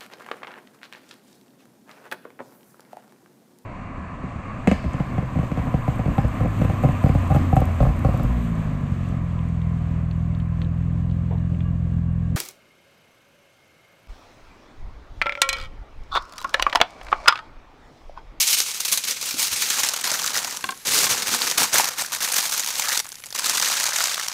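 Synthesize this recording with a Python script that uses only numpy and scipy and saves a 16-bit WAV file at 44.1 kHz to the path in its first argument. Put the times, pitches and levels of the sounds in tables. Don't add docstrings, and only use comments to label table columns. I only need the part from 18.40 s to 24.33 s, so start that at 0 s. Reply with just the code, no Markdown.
import sys
import numpy as np
from scipy import signal
from scipy.io import wavfile
from scipy.ndimage import uniform_filter1d

SR = 44100
rng = np.random.default_rng(int(sys.argv[2]) if len(sys.argv) > 2 else 0)


def wrap_up_sound(samples):
    columns = np.atleast_2d(samples).T
    tamed = np.clip(columns, -1, 1)
    steps = np.round(tamed * 32767).astype(np.int16)
    wavfile.write(sys.argv[1], SR, steps)


N = 261732
TIME = np.arange(N) / SR

# time in seconds, buckles per second,
# spread of their sizes in dB, shimmer of the loose sheet in dB.
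FOIL_STATE = [(0, 590, 2.5, 0), (.75, 1120, 6, 4), (1.3, 550, 4, 1.5), (1.6, 400, 3, -4),
              (2.2, 410, 4.5, -6), (2.5, 1100, 3, 0.5), (2.9, 880, 4, -4), (3.4, 750, 3, -5.5),
              (3.9, 490, 3, -5.5), (4.55, 520, 4, -5.5), (4.75, 155, 4.5, -20), (5.1, 700, 3, -8),
              (5.6, 550, 3, -7), (5.93, 550, 3.5, -14)]


def amp(db):
    return 10 ** (np.asarray(db) / 20)


def evened(x):
    return x / np.sqrt(np.mean(x ** 2) + 1e-20)


def follow(rows, t):
    s, *columns = np.transpose(rows)
    return [np.interp(t, s, column) for column in columns]


def add(mix, s, sound):
    part = mix[max(round(s * SR), 0):][:len(sound)]
    part += sound[:len(part)]


def colour(x, points, size=4096):
    hz, db = np.transpose(points)
    bins_hz = abs(np.fft.fftfreq(size, 1 / SR))
    log_gain = np.log(amp(np.interp(np.log(bins_hz + 1), np.log(hz), db)))
    taps = np.fft.ifft(np.exp(signal.hilbert(log_gain).conj())).real
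    return signal.oaconvolve(x, taps[:size // 2])[:N]


def dying(energy, t60):
    keep = amp(-60 / (t60 * SR)) ** 2
    return signal.lfilter([1 - keep], [1, -keep], energy + 1e-12)


def held(start, until, fade):
    return np.clip(np.minimum(TIME - start, until + fade - TIME) / fade, 0, 1)


def jolts(rows, rise, t60):
    out = np.zeros(N)
    t = np.arange(SR // 4) / SR
    for s, db in rows:
        add(out, s, amp(db - 60 * t / t60) * (1 - np.exp(-t / rise)))
    return out


def handling():
    # start in seconds, end in seconds,
    # effort in dB.
    grips = [(0, 0.949, -35), (0.949, 2.18, -34), (2.18, 2.32, -41), (2.449, 3.494, -35),
             (3.503, 3.797, -41), (3.802, 4.606, -33), (4.944, 5.75, -32.5), (5.753, 5.95, -34.5)]
    # start in seconds, rise in seconds,
    # hold in seconds, effort in dB.
    pushes = [(0, 0.0013, 0.015, -16.5), (0.053, 0.017, 0.056, -20.5), (0.111, 0.024, 0.0094, -20.5),
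              (0.173, 0.0041, 0.028, -22), (0.253, 0.011, 0.028, -29.5), (0.335, 0.0066, .012, -30.5),
              (0.459, 0.0088, 0.03, -28), (0.5153, 0.0022, 0.0089, -19.5), (0.669, 0.0059, 0.028, -23),
              (0.797, 0.014, 0.018, -30), (0.847, 0.0083, 0.055, -27.5), (.955, 0.05, 0.025, -23),
              (1.009, 0.018, 0.0068, -21.5), (1.112, .005, 0.013, -23.5), (1.152, 0.016, 0.026, -26),
              (1.199, 0.012, 0.046, -24), (1.275, 0.014, 0.062, -25), (1.363, .01, 0.032, -23),
              (1.422, 0.014, 0.032, -23.5), (1.63, 0.013, 0.11, -25.5), (1.773, .01, 0.11, -29.5),
              (1.917, .03, 0.029, -25.5), (1.996, 0.0089, 0.042, -31), (2.443, 0.024, 0.027, -23.5),
              (2.504, 0.017, 0.13, -20), (2.688, .015, 0.024, -20), (2.758, .02, 0.05, -28),
              (2.858, .01, 0.017, -24), (2.907, 0.019, 0.024, -21.5), (2.997, 0.008, .1, -25.5),
              (3.173, 0.003, 0.054, -19.5), (3.322, 0.015, 0.06, -19), (3.401, 0.0083, 0.023, -24),
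              (3.467, 0.0065, 0.008, -26.5), (3.565, .025, 0.027, -26), (3.718, 0.0035, 0.022, -26),
              (3.77, .01, .025, -46), (3.801, 0.0082, 0.043, -25.5), (3.867, 0.018, 0.11, -29),
              (3.947, 0.022, 0.013, -21), (4.02, 0.017, 0.028, -27), (4.084, 0.014, .11, -27.5),
              (4.253, 0.022, 0.027, -29), (4.342, 0.038, 0.033, -25.5), (4.432, 0.027, .12, -26.5),
              (4.942, 0.0043, 0.012, -31), (5.024, .025, 0.063, -24), (5.131, 0.024, 0.16, -23.5),
              (5.319, 0.021, 0.15, -25), (5.509, 0.047, .1, -24.5), (5.682, 0.016, 0.022, -27),
              (5.773, 0.0084, 0.052, -31)]
    # start in seconds, effort in dB.
    surges = [(.4027, -21), (.449, -21), (.573, -21), (.6375, -23), (1.07, -23), (1.535, -22.5),
              (1.562, -23), (3.517, -32.5), (4.988, -22)]
    let_go_s, idle_db = 0.0046, -48
    ease_db_per_s = 280

    power = jolts(surges, rise=0.00054, t60=0.1) ** 2
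    t = np.arange(SR // 2) / SR
    for s, rise, hold, db in pushes:
        easing = np.maximum(t - rise - hold, 0)
        push = np.minimum(t / rise, 1) * amp(db - ease_db_per_s * easing)
        add(power, s, push ** 2)
    gripped = sum(held(start, until, let_go_s) * (power + amp(db) ** 2) for start, until, db in grips)
    return np.sqrt(gripped + amp(idle_db) ** 2)


def swarm(at, sizes, lo_hz, hi_hz, t60, uneven_db, count):
    edges = np.geomspace(lo_hz, hi_hz, count + 1)
    shimmer = amp(follow(FOIL_STATE, TIME)[2])
    out = np.zeros(N)
    for band in zip(edges, edges[1:]):
        kicks = np.zeros(N)
        unevenness = amp(uneven_db * rng.standard_normal(N)[at])
        kicks[at] = (sizes * unevenness) ** 2
        energy = dying(kicks, t60) + shimmer ** 2 * dying(kicks, t60=0.17)
        noise = np.sqrt(energy) * rng.standard_normal(N)
        band_filter = signal.butter(2, band, "bandpass", fs=SR, output="sos")
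        out += signal.sosfilt(band_filter, noise)
    return out


def paced(x, size=2400):
    power = uniform_filter1d(uniform_filter1d(x ** 2, size), size // 2)
    return x / np.sqrt(abs(power) + 1e-12)


def crumpling():
    # time in seconds,
    # fine wrinkles in dB, wide panels in dB, parcel in dB.
    voice_levels = [(0, -6.5, -18, -34), (.35, -6.5, -13.5, -25), (.53, -3.5, -14, -26),
                    (.74, -8.5, -12.5, -22.5), (1.0, -5.5, -13.5, -26), (1.45, -8.5, -7, -21.5),
                    (2.0, -7.5, -4.5, -18.5), (2.56, -7, -9.5, -16), (2.78, -8.5, -6.5, -15.5),
                    (3.2, -6.5, -6, -16), (3.4, -7, -4.5, -21), (3.55, -6.5, -4, -20), (3.92, -5, -7, -23),
                    (4.38, -6.5, -9, -25.5), (4.49, -7, -2, -27.5), (4.62, -5, -8, -20.5),
                    (5.2, -9, -6.5, -22), (5.62, -10, -6.5, -29)]
    # frequency in Hz, gain in dB.
    crease_colour = [(1200, -14), (2000, -3.5), (2500, -2.5), (3200, -2.5), (4200, 0), (5200, -0.5),
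                     (6100, 2), (7300, -1), (8800, -4.5), (11000, -11), (16000, -36)]
    fine_colour = [(6000, -6), (8500, 2), (9500, 0), (11500, -1), (13800, -3), (15500, -6.5)]
    panel_colour = [(300, -23), (500, -6), (640, -7.5), (820, -3), (1200, -0.5), (1800, 0), (2400, -5.5),
                    (4000, -27)]
    parcel_colour = [(25, -18), (60, -11.5), (120, -4), (180, 0), (260, 1.5), (350, -0.5), (500, 5.5),
                     (700, -8), (1500, -32)]
    ordinary_db = -30
    fine_growth, panel_growth, parcel_growth = 1.21, 0.93, 0.86

    fine_db, panel_db, parcel_db = follow(voice_levels, TIME)
    rate, spread_db, _ = follow(FOIL_STATE, TIME)
    at = np.flatnonzero(rng.random(N) < rate / SR)
    sizes = amp(spread_db * np.minimum(rng.exponential(1, N), 4))[at]

    creases = swarm(at, sizes, 2077, 9300, t60=0.026, uneven_db=2.5, count=6)
    wrinkles = swarm(at, sizes, 8780, 18000, t60=0.021, uneven_db=4.0, count=3)
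    panels = swarm(at, sizes, 521, 2570, t60=0.018, uneven_db=5.5, count=4)
    parcel = swarm(at, sizes, 35, 640, t60=0.015, uneven_db=4, count=2)

    effort = handling() / amp(ordinary_db)
    foil = effort * paced(colour(creases, crease_colour))
    foil += effort ** fine_growth * amp(fine_db) * paced(colour(wrinkles, fine_colour))
    foil += effort ** panel_growth * amp(panel_db) * paced(colour(panels, panel_colour))
    foil += effort ** parcel_growth * amp(parcel_db) * paced(colour(parcel, parcel_colour))
    return amp(ordinary_db) * foil


def hiss():
    noise = colour(rng.standard_normal(N), [(3000, -25), (8000, -11), (10500, 6), (15000, -8)])
    return amp(-50) * evened(noise)


def garden():
    # frequency in Hz, relative level in dB.
    garden_colour = [(25, -2), (60, -1), (150, 4), (400, -9), (1000, -5), (3000, -1.5), (8000, -18),
                     (15000, -16)]
    return amp(-54) * evened(colour(rng.standard_normal(N), garden_colour))


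def snaps():
    # start in seconds, relative level in dB, ring of the facet in Hz.
    snap_rows = [(0.203, 2.5, 5600), (.315, -10, 5500), (.454, -7, 6000), (.574, -13, 5000),
                 (.892, -20, 5000), (1.029, -2, 6500), (1.301, -1, 6840), (1.447, -4, 6300),
                 (1.488, -0.5, 5670), (1.493, -4.5, 6610), (1.565, -10, 5720), (1.612, -7.5, 7700),
                 (1.664, -12, 3960), (1.746, -10, 1340), (1.796, -7, 5900), (1.843, -8, 7000),
                 (1.862, -3, 6160), (1.876, -3, 4170), (1.956, -6, 5310), (1.974, -2, 6160),
                 (2.041, -13, 5800), (2.076, -13.5, 1240), (2.095, -16, 5700), (2.109, -10, 6150),
                 (2.171, -7, 6160), (2.307, -13, 5000), (2.375, -21.5, 6500), (2.589, -2, 5800),
                 (2.629, -8, 5440), (3.0187, -3, 4040), (3.082, -10, 5960), (3.113, -2, 5870),
                 (3.219, 1, 795), (3.3825, -6, 7130), (3.398, 2.5, 830), (3.455, -4, 6100),
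                 (3.662, -11, 6260), (3.9237, -3.5, 9500), (3.942, -3, 7000), (3.971, -5, 6000),
                 (4.009, -6, 4740), (4.139, -6, 7100), (4.1952, -1, 6800), (4.246, -7.5, 6560),
                 (4.262, -3.5, 6300), (4.355, -6, 4660), (4.491, -4.5, 6040), (4.547, -6, 4430),
                 (4.575, 2, 5750), (4.593, -3.5, 5500), (4.6, -4, 4730), (4.645, -15.5, 7100),
                 (4.655, -16, 1680), (4.666, -19, 7500), (4.671, -21, 1360), (4.69, -15.5, 9400),
                 (4.702, -24, 5950), (4.719, -16, 5450), (4.725, -17, 7200), (4.755, -17, 5710),
                 (4.802, -26, 6930), (4.838, -14.5, 2820), (4.859, -17, 7700), (4.866, -16.5, 8000),
                 (4.905, -17, 5960), (4.926, -11, 4430), (4.949, -9, 4240), (4.9885, -6, 5000),
                 (5.045, -4, 4060), (5.095, 0, 5740), (5.171, -3, 6060), (5.199, -2, 5000),
                 (5.225, -0.5, 4300), (5.44, -1, 5800), (5.521, -8, 1370), (5.605, 2, 1700),
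                 (5.64, -1, 5360), (5.672, -4, 5070), (5.744, -2, 4530), (5.778, -5, 1320),
                 (5.796, -7, 1580), (5.8832, -2, 5840)]
    out = np.zeros(N)
    t = np.arange(SR // 25) / SR
    for s, db, hz in snap_rows:
        chatter = rng.standard_normal(len(t))
        ring = signal.lfilter(*signal.iirpeak(hz, 2.5, SR), chatter)
        fall = amp(db - 60 * t / 0.016)
        add(out, s, fall * (amp(-14.5) * chatter + amp(-11.0) * evened(ring)))
    snap_colour = [(60, -26), (350, -8.5), (900, 0.0), (2500, -3.5), (6000, -2.5), (9000, -3.5), (15000, -6)]
    return colour(out, snap_colour)


def bumps():
    # start in seconds, level in dB, centre of the thud in Hz.
    bump_rows = [(.938, -36, 261), (1.115, -45.5, 99), (2.238, -38, 260), (2.288, -38, 260),
                 (2.478, -40, 110), (2.925, -37, 250), (3.183, -27, 780), (3.208, -31.5, 160),
                 (3.34, -23.5, 700)]
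    out = np.zeros(N)
    for s, db, hz in bump_rows:
        body = signal.lfilter(*signal.iirpeak(hz, 2.2, SR), rng.standard_normal(N))
        out += jolts([(s, db)], rise=0.0022, t60=0.18) * evened(body)
    return out


def pops():
    # start in seconds, level in dB, tilt in dB per octave.
    pop_rows = [(2.2406, -10.5, 5), (2.2894, -13.5, 1), (2.3214, -22.5, 0), (2.667, -15, 5)]
    # frequency in Hz, relative level in dB before the tilt,
    # time to fall 60 dB in seconds.
    panel_modes = [(390, -21, 0.041), (764, -17.5, 0.097), (1072, -1.5, 0.042), (1370, -18, 0.05),
                   (1574, -1, 0.026), (2090, -10.5, 0.021), (2340, -6.5, 0.019), (2810, -1.5, 0.012),
                   (3430, -3.5, 0.014), (4320, -12.5, .02)]
    out = np.zeros(N)
    t = np.arange(SR // 8) / SR
    for s, db, tilt_db in pop_rows:
        ring = np.zeros(len(t))
        for hz, level, t60 in panel_modes:
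            tilted_db = level + tilt_db * np.log2(hz / 1000)
            tone = np.sin(2 * np.pi * (hz * t + rng.random()))
            ring += amp(tilted_db - 60 * t / t60) * tone
        ring *= 1 - np.exp(-t / 0.0026)
        dulled_noise = signal.lfilter([.4], [1, -.6], rng.standard_normal(len(t)))
        rattle = dulled_noise * amp(-4.5 - 60 * t / 0.025)
        add(out, s, amp(db) * (ring / abs(ring).max() + rattle))
    return out


def tail(x, t60, delay):
    t = np.arange(SR // 3) / SR
    taps = rng.standard_normal(len(t)) * amp(-60 * t / t60) * (t > delay)
    return signal.oaconvolve(x, taps / np.linalg.norm(taps))[:N]


def scene():
    foil = crumpling() + snaps() + bumps() + pops()
    yard = amp(-18) * tail(foil, t60=0.22, delay=0.0054)
    return (foil + yard + hiss() + garden())[None]


def record(dry):
    low_pass = signal.firwin(401, 15640, window=("kaiser", 9), fs=SR)
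    return signal.oaconvolve(dry, low_pass[None], "same")


dry = scene()
out = record(dry)
wrap_up_sound(out)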